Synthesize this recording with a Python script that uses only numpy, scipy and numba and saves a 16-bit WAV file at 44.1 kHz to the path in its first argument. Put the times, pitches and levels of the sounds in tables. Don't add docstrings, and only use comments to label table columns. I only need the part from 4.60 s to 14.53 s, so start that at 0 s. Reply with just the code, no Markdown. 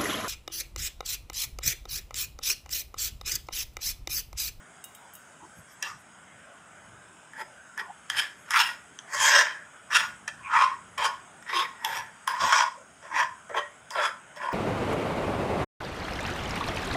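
import sys
import numpy as np
from scipy import signal
from scipy.fft import rfft, irfft
from scipy.io import wavfile
from scipy.ndimage import uniform_filter1d
from numba import njit

SR = 44100
rng = np.random.default_rng(int(sys.argv[2]) if len(sys.argv) > 2 else 0)


def transcribe(u):
    v = np.clip(np.atleast_2d(u).T, -1, 1)
    q = np.round(v * 32767).astype(np.int16)
    wavfile.write(sys.argv[1], SR, q)


def convert_level_to_amplitude(level_db):
    exponent = np.asarray(level_db, float) / 20
    return 10 ** exponent


N = 437913
HOP = 128

# hardest moment in seconds, swell in seconds, let-off in
# seconds, bowl level in dB.
PUSHES = [(1.229, 0.012, 0.12, -36.5), (1.275, 0.1, 0.097, -36.5), (2.814, 0.088, 0.033, -33),
          (3.197, 0.034, 0.044, -28), (3.502, 0.017, 0.14, -36), (3.586, 0.068, 0.16, -28.5),
          (3.908, 0.0046, 0.34, -32.5), (3.969, 0.068, 0.046, -18), (4.001, 0.15, 0.19, -27.5),
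          (4.553, 0.11, 0.18, -33), (4.648, 0.17, 0.34, -21.5), (4.77, 0.27, 0.18, -20),
          (4.85, 0.041, 0.19, -32.5), (5.307, 0.0065, 0.1, -31.5), (5.354, 0.064, 0.18, -22),
          (5.679, 0.0088, 0.042, -31), (5.962, 0.098, 0.11, -19), (6.033, 0.21, 0.16, -22),
          (6.38, 0.0093, 0.25, -26), (6.45, 0.064, 0.08, -23.5), (6.901, 0.061, 0.4, -35.5),
                 (6.968, 0.085, 0.17, -27), (7.255, 0.044, 0.34, -32), (7.379, 0.26, 0.076, -30.5),
                 (7.679, 0.018, 0.24, -25.5), (7.82, 0.06, 0.32, -25), (7.966, 0.3, 0.17, -19.5),
                 (8.432, 0.024, 0.2, -42), (8.596, 0.11, 0.1, -20.5), (8.896, 0.0049, 0.27, -39.5),
                 (8.977, 0.049, 0.089, -32), (9.309, 0.014, 0.18, -38.5), (9.371, 0.053, 0.21, -26),
                 (9.449, 0.13, 0.093, -23), (9.763, 0.0036, 0.064, -47), (9.837, 0.11, 0.18, -30),
                 (9.92, 0.018, 0.062, -34.5)]
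# favoured ring in Hz, then boom, rim and edge hiss in
# dB relative to the bowl.
PLACES = [(1760, -13, 2, -9), (1208, -29, -22, -8), (1820, -8.5, -16.5, -13.5),
          (1800, -21, -12.5, -16.5), (1820, -18, -2.5, -10.5), (1800, -23, -2, -8),
          (1880, -23, -10, -6.5), (1344, -41, -13, -21), (1540, -20.5, 1.5, -3.5),
          (1800, -15, -30, -4), (1070, -25, -6.5, -3.5), (1663, -12, -8.5, -6), (1720, -54, -6.5, -35),
          (1770, -24, -35, -19), (1530, -23.5, -3.5, -7), (1800, -19, -4, -12),
          (1320, -32, -16.5, -22.5), (1100, -27.5, -14, -20),
          (1133, -13, -9.5, -18), (1130, -16, -5, -10), (1910, -20, -9, -16.5),
                 (1120, -16.5, -6, -11.5), (900, -6.5, -10, -17), (940, -36, -11.5, -10.5),
                 (1020, -22, -15, -14), (1050, -11.5, -11, -8), (1085, -22.5, -12.5, -10.5),
                 (980, -9, -18, -16), (983, -17, -13.5, -14), (1920, 2.5, -17, -23),
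                 (1135, -1.5, -8, -16.5), (1000, -10, -21, -7.5), (1075, -4.5, -13.5, -24),
                 (1342, -20, -13, -14.5), (1680, -1, -3.5, -4), (1020, -11, -17.5, -22),
                 (1020, -32, -30, -16)]
SWELL_DB, ROUNDNESS = 31.5, 1.59
BOOM_SHARP, RIM_SHARP, HISS_SHARP = 1.62, 1.62, 1.49

# time in seconds, step in dB, felt for seconds.
CATCHES = [(3.197, 0, 0.018), (3.579, 1.5, 0.014), (3.604, -9.5, 0.047), (3.99, 7, 0.01),
           (4.022, -12.5, 0.057), (4.531, 5.5, 0.036), (4.6, 8, 0.0074), (4.823, -7, 0.11),
           (5.345, 3.5, 0.013), (5.371, -7.5, 0.047), (5.94, -0.5, .02), (6.048, -8, 0.046),
           (6.866, -4, .02), (7.058, -10.5, 0.15), (7.244, 5, .03), (7.803, 7, 0.0096), (7.921, 7, 0.02),
           (8.039, -8, 0.016), (8.082, -15, 0.034), (8.428, -9, 0.022), (8.941, 16, 0.063),
           (9.356, -7, 0.019), (9.815, 2, 0.02), (9.885, 20.5, 0.0071)]
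# time in seconds, gain in dB.
SNAGS = [(3.547, 7), (3.568, 4), (3.583, -7), (3.941, 0), (3.973, -1), (4.013, -17), (4.089, 14.5),
         (4.512, -4), (4.531, 8), (4.569, 6), (4.599, 2), (4.74, -15), (4.766, -14), (4.811, 4),
         (4.867, 11.5), (4.905, 1), (5.33, 6), (5.914, -4), (5.957, 0), (6.01, 12), (6.04, -10),
         (6.422, 10), (6.895, 5), (6.929, 18.5), (6.94, 2), (6.97, 0), (7.025, 4), (7.226, 3), (7.29, -3),
         (7.324, 4), (7.362, 2), (7.697, 4), (7.705, -9), (7.736, 7), (7.831, -3), (7.9, -3), (7.96, 1),
         (7.988, 0), (8.005, 11), (8.049, 12), (8.515, 0), (8.524, 11), (8.542, 6), (8.568, 3),
         (8.964, 2.5), (9.355, 5), (9.381, -9), (9.435, -5), (9.449, -5), (9.465, 4), (9.513, 1),
         (9.815, 12.5), (9.885, 4.5), (9.917, 10)]
SNAG_S, SNAG_SHARE = 0.0022, (1, 0.6, 0.35, 0.13)
# time in seconds, bowl peak in dB, rim in dB, edge in dB.
TAPS = [(1.226, -19, 5, 14.5), (2.734, -18, -16, -18), (3.177, -8.5, -14, -11), (3.196, -8, -8, -18),
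        (3.5, -2, 6.5, -6), (3.907, -4.5, 2, -1.5), (3.992, -14, -21, -14), (4.389, -22, 13.5, 5.5),
        (5.679, -12.5, -9, 2.5), (6.38, -8.5, -9, -7.5), (6.825, -25.5, -2, -7), (6.866, -32, -14, -10),
        (7.248, -15.5, 22, 8.5), (7.676, 2, 0, -8), (7.802, -7, -6, -11), (7.924, -4, 6, 0),
        (8.428, -22, -12, -14), (8.893, -25, -9, -9), (9.306, -22, 11, 6.5), (9.761, -23, -2, -8)]
CHATTER_S = 0.0008

# time in seconds, finest scratch in dB and
# steel ring in dB (both relative to the edge hiss), favoured rim ring in Hz.
GRIPS = [(0, -13, -16, 2680), (2.5, -8, -13, 2310), (3.0, -9, -12, 2270), (3.4, -10.5, -10.5, 3150),
         (3.8, -9.5, -11.5, 2830), (4.3, -28, -31, 3330), (4.45, -17, -25, 3150), (4.7, -19, -24, 2960),
         (5.2, -13, -8.5, 3560), (5.6, -22, -12, 2590), (5.8, -24, -12, 2480), (6.3, -12, -11, 3050),
         (6.75, -10, -16, 3640), (7.2, -9.5, -14, 3420), (7.6, -14, -15, 3240), (7.78, -19.5, -19, 3350),
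         (8.35, -21, -18, 3240), (8.85, -22, -12, 3080), (9.25, -15, -14, 3450), (9.7, -12.5, -18, 2820)]
# boom in Hz, edge in Hz, steel in Hz, second ring in Hz.
FREE = [(840, 5600, 12700, 2960), (890, 5100, 11350, 3000), (875, 5300, 11350, 3240),
        (814, 5200, 11500, 2100), (820, 5400, 13000, 3520), (590, 6200, 12000, 1460),
        (590, 6900, 13000, 3840), (590, 5480, 13300, 3950), (614, 5570, 11000, 2900),
        (600, 5570, 11350, 3240), (580, 5500, 11350, 2920), (624, 5300, 10700, 2320),
        (462, 5320, 11350, 2240), (770, 5600, 11350, 2700), (640, 5100, 12500, 2250),
        (650, 5500, 12000, 3810), (632, 5800, 11350, 2300), (517, 6100, 11350, 2300),
        (576, 4820, 11350, 2530), (600, 5300, 11350, 3240)]
FREE_DB, FREE_SPREAD = (25, 12.3, 11.4, 7.6), (0.12, 0.064, 0.054, 0.072)
SECOND_DB, SECOND_SPREAD = 10, 0.063
FAVOUR_DB, FAVOUR_SPREAD = 21.5, 0.092

# pitch in Hz, width in Hz, level in dB.
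PLATE = [(390, 38, -0.5), (472, 50, -8), (586.5, 22, 7.5), (645.6, 22, 3), (760, 42, 1), (864, 34, -9),
         (925, 37, -5), (977, 32, -0.5), (1038.3, 26, 1.5), (1091, 45, 4), (1166, 40, -13), (1245, 38, 4.5),
         (1328, 85, 6.5), (1370, 11, -6), (1447, 14, 5.5), (1450, 480, 11), (1614.5, 29, 5.5),
         (1736, 105, 13), (1840, 22, -9), (1890, 34, 3), (1987, 20, -1), (2070, 19, -23.5), (2150, 40, -26),
         (2173, 38, -1.5), (2500, 38, -10), (2723, 78, 3), (2820, 60, -2), (3119, 54, 5), (3220, 87, 10),
         (3340, 92, 2), (3390, 74, -2), (3560, 47, -11), (3692, 67, 1.5), (3694, 87, -15), (3900, 52, -13),
         (3980, 63, -12), (4510, 80, -2), (4820, 130, -5), (5070, 71, 8), (5315, 170, 2), (5377, 120, 3),
         (5746, 150, 7), (6240, 190, 8), (6570, 66, -0.5), (6890, 570, 5.5), (7170, 1800, -1),
         (7630, 150, -7.5)]
EDGES_HZ = [350, 900, 2300, 4300, 10300]
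# pitch in Hz, level in dB per Hz.
RASP = [(190, -92), (320, -74), (567, -9), (787, -21.5), (1060, -18.5), (1310, 28.5), (1760, 6),
        (1940, -11.5), (2870, 5), (3160, -0.5), (3950, -31), (4280, -33), (4550, -18), (5260, 5.5),
        (9630, -22), (12300, -32), (16000, -19)]
# pitch in Hz, level in dB per Hz.
SHEEN = [(10000, 1.5), (11400, -5), (12400, -8.5), (13600, -18), (14500, -25), (15200, -5), (16000, -21)]
# pitch in Hz, width in Hz, level in dB.
SPOON = [(6700, 57, -16), (8170, 100, -29), (9030, 57, -7)]
SPOON_TIP = [(11230, 69, 6.5), (11700, 110, 1), (13200, 200, 2), (14900, 300, -5)]
TIP_DB = -6
HANDLE = [(2850, 6.5, 2), (3150, 50, 1), (3780, 16, 6.5), (5400, 60, -2), (6500, 83, 6), (8100, 260, 12)]
# time in seconds, peak in dB, low ring in dB, low ring in Hz.
TEETH = [
    (0.241, -34, -12.5, 2850),
    (0.3493, -43, -10, 3150),
    (0.536, -41, -35, 3150),
    (0.552, -39.5, -16.5, 2840),
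]

# middle in seconds, level in dB, length in seconds.
THUDS = [(.84, -65, .03), (.995, -52, 0.023), (1.34, -57.5, 0.034), (1.78, -63, 0.036), (2.33, -61, 0.11),
         (3.57, -59, 0.048), (4.04, -74.5, 0.077), (4.62, -58, 0.049), (5.502, -62, 0.14),
         (5.81, -59.5, 0.056), (5.97, -63, 0.051), (6.35, -65, 0.24), (7.38, -59, 0.076),
         (7.848, -42.5, 0.029), (8.65, -66, 0.099), (8.91, -62, 0.035)]
TABLE_DB = -68
# middle in seconds, level in dB, pitch in Hz, length in seconds.
BUMPS = [(0.45, -55.5, 890, 0.064), (0.847, -53, 340, 0.019), (0.838, -48.5, 930, 0.027),
         (1.903, -50.5, 630, 0.043), (3.3, -41, 830, 0.021), (6.975, -44.5, 364, 0.041),
         (6.72, -60, 725, .06), (9.72, -59, 1500, 0.027), (5.87, -43, 2380, 0.035), (1.34, -62, 5500, .05),
         (1.11, -61, 5500, .03), (3.24, -44.5, 1040, 0.036), (3.22, -55, 420, .04),
         (4.96, -42.5, 1670, 0.075), (8.2, -53.5, 570, 0.046), (7.843, -49, 250, 0.027),
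         (8.543, -50.5, 316, 0.03), (0.99, -62, 11000, 0.027), (1.128, -65, 12000, 0.024),
         (1.405, -68, 11000, .02), (3.82, -67, 10600, 0.048), (6, -58, 10400, 0.025)]

ROOM_T60_S, ROOM_DB = 0.33, -11
# pitch in Hz, level in dB per Hz.
AIR = [(100, -24.5), (170, -3.5), (377, -10.5), (415, -8.5), (508, -11), (598, -4.5), (1160, -7), (1500, 1),
       (1740, -7.5), (2750, -14.5), (4300, 3.5), (5590, -78.5), (9460, -120)]
AIR_DB = -53
# time in seconds, level in dB.
HUM = [(0, 0), (1, -1), (2, 0), (3, -0.5), (5, 0), (6.7, 1), (8.3, -1.5), (9.93, 0.5)]
# pitch in Hz, level in dB per Hz.
HISS = [(3600, -37), (4400, -9.5), (5200, -5.5), (6200, -10), (6450, 3.5), (7200, -2.5), (8000, 3.5),
        (9500, -5), (10600, -8), (10850, -24), (15500, -26.5)]
# time in seconds, level in dB.
RUSTLE = [(0, -60.5), (.9, -59), (1.5, -61.5), (3, -60.5), (6, -59.5), (9.93, -61)]
TOP_HZ = 15550


def stroke_controls():
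    t = np.arange(N // HOP + 2) * HOP / SR
    s, swell, let_off, db = np.transpose(PUSHES)[..., None]
    hz, boom, rim, hiss = np.transpose(PLACES)[..., None]
    down = SWELL_DB * (abs(t - s) / np.where(t < s, swell, let_off)) ** ROUNDNESS
    jerk_db = 0
    for at, step, felt in CATCHES:
        jerk_db = jerk_db + step / 2 * np.sign(t - at) * np.exp(-abs(t - at) / felt)
    bands = (boom, BOOM_SHARP), (0, 1), (rim, RIM_SHARP), (hiss, HISS_SHARP)
    power = [convert_level_to_amplitude(np.maximum(db + rel - sharp * down, -120)) ** 2 for rel, sharp in bands]
    levels = [per_sample(convert_level_to_amplitude(jerk_db) * np.sqrt(p.sum(axis=0))) for p in power]
    share = power[1] / power[1].sum(axis=0)

    since, scratch_db, steel_db, rim_hz = np.transpose(GRIPS)
    grip = np.maximum(np.searchsorted(since, t) - 1, 0)
    boom_hz, edge_hz, steel_hz, second_hz = np.transpose(FREE)
    free_hz = np.array([boom_hz, rim_hz, edge_hz, steel_hz, second_hz])[:, grip]
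    top, steel = per_sample(convert_level_to_amplitude(scratch_db[grip])), per_sample(convert_level_to_amplitude(steel_db[grip]))
    return levels, hz.T, share, free_hz, top, steel


def forces(levels):
    hits = rng.random(N) < 7000 / SR
    grit = hits * rng.standard_normal(N) * convert_level_to_amplitude(1.6 * rng.exponential(size=N))
    grit = patchy(grit, 2.3, 30, size=3)
    judder_db = 1.1 * walk(200) + 0.3 * walk(40)
    grit = unit(grit * per_sample(convert_level_to_amplitude(judder_db)))
    snag = signal.lfilter([1], [1, -np.exp(-1 / (SNAG_S * SR))], kicks(*np.transpose(SNAGS)))

    s, db, rim_db, edge_db = np.transpose(TAPS)
    blows = kicks(s, db - 36), kicks(s, db + 2.5), kicks(s, db + rim_db - 10.0), kicks(s, db + edge_db + 0.5)
    chatter = rng.standard_normal(400) * np.exp(-np.arange(400) / (CHATTER_S * SR))
    chatter[0] = 7
    chatter = chatter / np.sqrt(np.sum(chatter ** 2))
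    out = []
    for level, blow, felt in zip(levels, blows, SNAG_SHARE):
        scrape = grit * level * (1 + felt * snag)
        out.append(scrape + signal.fftconvolve(blow, chatter)[:N])
    return out


def plate(force, favoured_hz, share, free_hz):
    out, modes = 0, np.array(PLATE)
    for push, lo, hi, rasp_db in zip(force, EDGES_HZ, EDGES_HZ[1:], (-5, -18, -16.5, -21)):
        mine = modes[(modes[:, 0] >= lo) & (modes[:, 0] < hi)]
        hz = mine[:, :1]
        near = 10 * np.log10(convert_level_to_amplitude(favour(hz, favoured_hz, FAVOUR_DB, FAVOUR_SPREAD)) ** 2 @ share)
        near = near + sum(favour(hz, *free) for free in zip(free_hz[:3], FREE_DB, FREE_SPREAD))
        near = near + favour(hz, free_hz[-1], SECOND_DB, SECOND_SPREAD)
        tones = body(push, mine, near + 2.4 * walk(20, count=len(mine)))
        band = signal.butter(8, [0.99 * lo, min(1.1 * hi, 9000)], "band", fs=SR, output="sos")
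        rasp = signal.fftconvolve(push, response(RASP, lo, hi))[:N]
        out = out + convert_level_to_amplitude(-2.0) * signal.sosfilt(band, tones) + convert_level_to_amplitude(rasp_db) * rasp
    return out


def fine_scratch(push):
    sheen = signal.fftconvolve(push, response(SHEEN, EDGES_HZ[-1]))[:N]
    return patchy(sheen, 7.2, 20, size=6)


def spoon(push, modes, free_hz):
    free_db = favour(np.array(modes)[:, :1], free_hz, FREE_DB[3], FREE_SPREAD[3])
    return body(push, modes, free_db + 3 * walk(7, count=len(modes)))


def teeth():
    s, db, low_db, ring_hz = np.transpose(TEETH)
    tick = kicks(s, db)
    fizz_level = signal.lfilter([1], [1, -np.exp(-1 / (0.0088 * SR))], tick + 1e-12)
    fizz = fizz_level * rng.standard_normal(N)
    bright = signal.butter(5, 7400, "high", fs=SR, output="sos")
    crack = signal.sosfilt(bright, 1.3 * tick + convert_level_to_amplitude(-0.5) * fizz)
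    latest = np.maximum(np.searchsorted(s, np.arange(1, N // HOP + 3) * HOP / SR) - 1, 0)
    free_db = favour(np.array(HANDLE)[:, :1], ring_hz[latest], 7.4, 0.04)
    low = body(kicks(s, db + low_db), HANDLE, free_db)
    return crack + convert_level_to_amplitude(9.0) * spoon(tick, SPOON + SPOON_TIP, 14000.0) + convert_level_to_amplitude(29.0) * low


def handling():
    t = np.arange(N // HOP + 2) * HOP / SR
    shift = convert_level_to_amplitude(TABLE_DB)
    for s, db, length in THUDS:
        shift = shift + convert_level_to_amplitude(db) * np.exp(-((t - s) / length) ** 2)
    low = signal.butter(2, [62, 172], "band", fs=SR, output="sos")
    out = unit(signal.sosfilt(low, rng.standard_normal(N))) * per_sample(shift)
    for s, db, hz, length in BUMPS:
        t = np.arange(-3 * length, 3 * length, 1 / SR)
        band = signal.butter(2, [0.922 * hz, 1.095 * hz], "band", fs=SR, output="sos")
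        noise = unit(signal.sosfilt(band, rng.standard_normal(SR // 2))[-len(t):])
        i = int((s - 3 * length) * SR)
        out[i:i + len(t)] += convert_level_to_amplitude(db) * noise * np.exp(-(t / length) ** 2)
    return out


def room(x):
    t = np.arange(int(0.7 * SR)) / SR
    noise = rng.standard_normal(len(t)) * np.minimum(t / 0.004, 1)
    dull = signal.sosfilt(signal.butter(1, 2500, fs=SR, output="sos"), noise)
    tail = dull * convert_level_to_amplitude(-60 * t / ROOM_T60_S) + (noise - dull) * convert_level_to_amplitude(-60 * t / (0.98 * ROOM_T60_S))
    return convert_level_to_amplitude(ROOM_DB) * signal.fftconvolve(x, tail / np.sqrt(np.sum(tail ** 2)))[:N]


def air():
    hum = signal.fftconvolve(rng.standard_normal(N), response(AIR, 126, 3070))[:N]
    hiss = signal.fftconvolve(rng.standard_normal(N), response(HISS, 3300))[:N]
    hum = convert_level_to_amplitude(AIR_DB) * hum * curve(HUM)
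    return patchy(hum, 2.2, 13, size=2) + patchy(hiss * curve(RUSTLE), 3.0, 20, size=2)


def kicks(times, db):
    out = np.zeros(N)
    out[(np.asarray(times) * SR).astype(int)] = convert_level_to_amplitude(db)
    return out


def body(push, modes, touch_db):
    hz, width, db = np.transpose(modes)
    r = np.exp(-np.pi * np.maximum(width, 8) / SR)
    share = convert_level_to_amplitude(db[:, None] + touch_db)
    share = share / np.sqrt(np.sum(share ** 2, axis=0))
    gain = share * np.sqrt(2 * (1 - r * r))[:, None]
    return rings(push, r * np.exp(2j * np.pi * hz / SR), gain, HOP)


@njit
def rings(x, pole, gain, hop):
    out = np.zeros(len(x))
    for m in range(len(pole)):
        z = 0j
        for i in range(len(x)):
            z = z * pole[m] + gain[m, i // hop] * x[i] + 1e-18
            out[i] += z.imag
    return out


def favour(hz, free_hz, db, spread):
    return db * np.exp(-(np.log(free_hz / hz) / spread) ** 2)


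def patchy(x, swell_db, rate, size):
    cells = signal.stft(x, nperseg=4 * HOP, noverlap=3 * HOP)[2]
    patch = np.arange(len(cells)) // size
    gain = convert_level_to_amplitude(swell_db * walk(rate, count=len(cells) // size + 1))[patch]
    cells = cells * unit(gain)[:, :cells.shape[1]]
    return signal.istft(cells, nperseg=4 * HOP, noverlap=3 * HOP)[1][:N]


def walk(rate, count=1):
    k = max(int(SR / HOP / rate), 1)
    steps = rng.standard_normal((count, N // HOP // k + 3))
    steps = np.repeat(steps, k, axis=1)[:, :N // HOP + 2]
    return unit(uniform_filter1d(uniform_filter1d(steps, k), k))


def response(points, lo=20, hi=20000, size=2048):
    f = np.maximum(np.arange(size // 2 + 1) * SR / size, 1)
    hz, db = np.transpose(points)
    gain = convert_level_to_amplitude(np.interp(np.log(f), np.log(hz), db))
    gain = gain / np.sqrt((1 + (lo / f) ** 22) * (1 + (f / hi) ** 22))
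    cep = irfft(np.log(gain + 1e-7))
    cep[1:size // 2] *= 2
    cep[size // 2 + 1:] = 0
    h = irfft(np.exp(rfft(cep)))
    return h / np.sqrt(np.sum(h ** 2))


def per_sample(slow):
    return np.interp(np.arange(N) / HOP, np.arange(slow.size), slow.ravel())


def curve(table):
    return convert_level_to_amplitude(np.interp(np.arange(N) / SR, *np.transpose(table)))


def unit(x):
    return x / np.sqrt(np.mean(x ** 2))


def scene():
    levels, favoured_hz, share, free_hz, top, steel = stroke_controls()
    force = forces(levels)
    edge = force[3]
    steel_rings = spoon(edge * steel, SPOON, free_hz[3])
    tip_rings = convert_level_to_amplitude(TIP_DB) * spoon(edge * top, SPOON_TIP, free_hz[3])
    near = plate(force, favoured_hz, share, free_hz) + fine_scratch(edge * top)
    near = near + steel_rings + tip_rings + teeth()
    return (near + room(near) + handling() + air())[None]


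def top_cut(x):
    return signal.sosfilt(signal.butter(12, 16800, fs=SR, output="sos"), x)


def record(dry):
    x = dry - 0.75 * signal.lfilter(*signal.iirpeak(4330, 11.0, fs=SR), dry)
    x = 0.72 * np.tanh(x / 0.72)
    x = signal.sosfilt(signal.butter(2, 55, "high", fs=SR, output="sos"), x)
    x = signal.sosfilt(signal.ellip(8, 0.2, 60, TOP_HZ, fs=SR, output="sos"), x)
    return top_cut(x)


dry = scene()
out = record(dry)
transcribe(out)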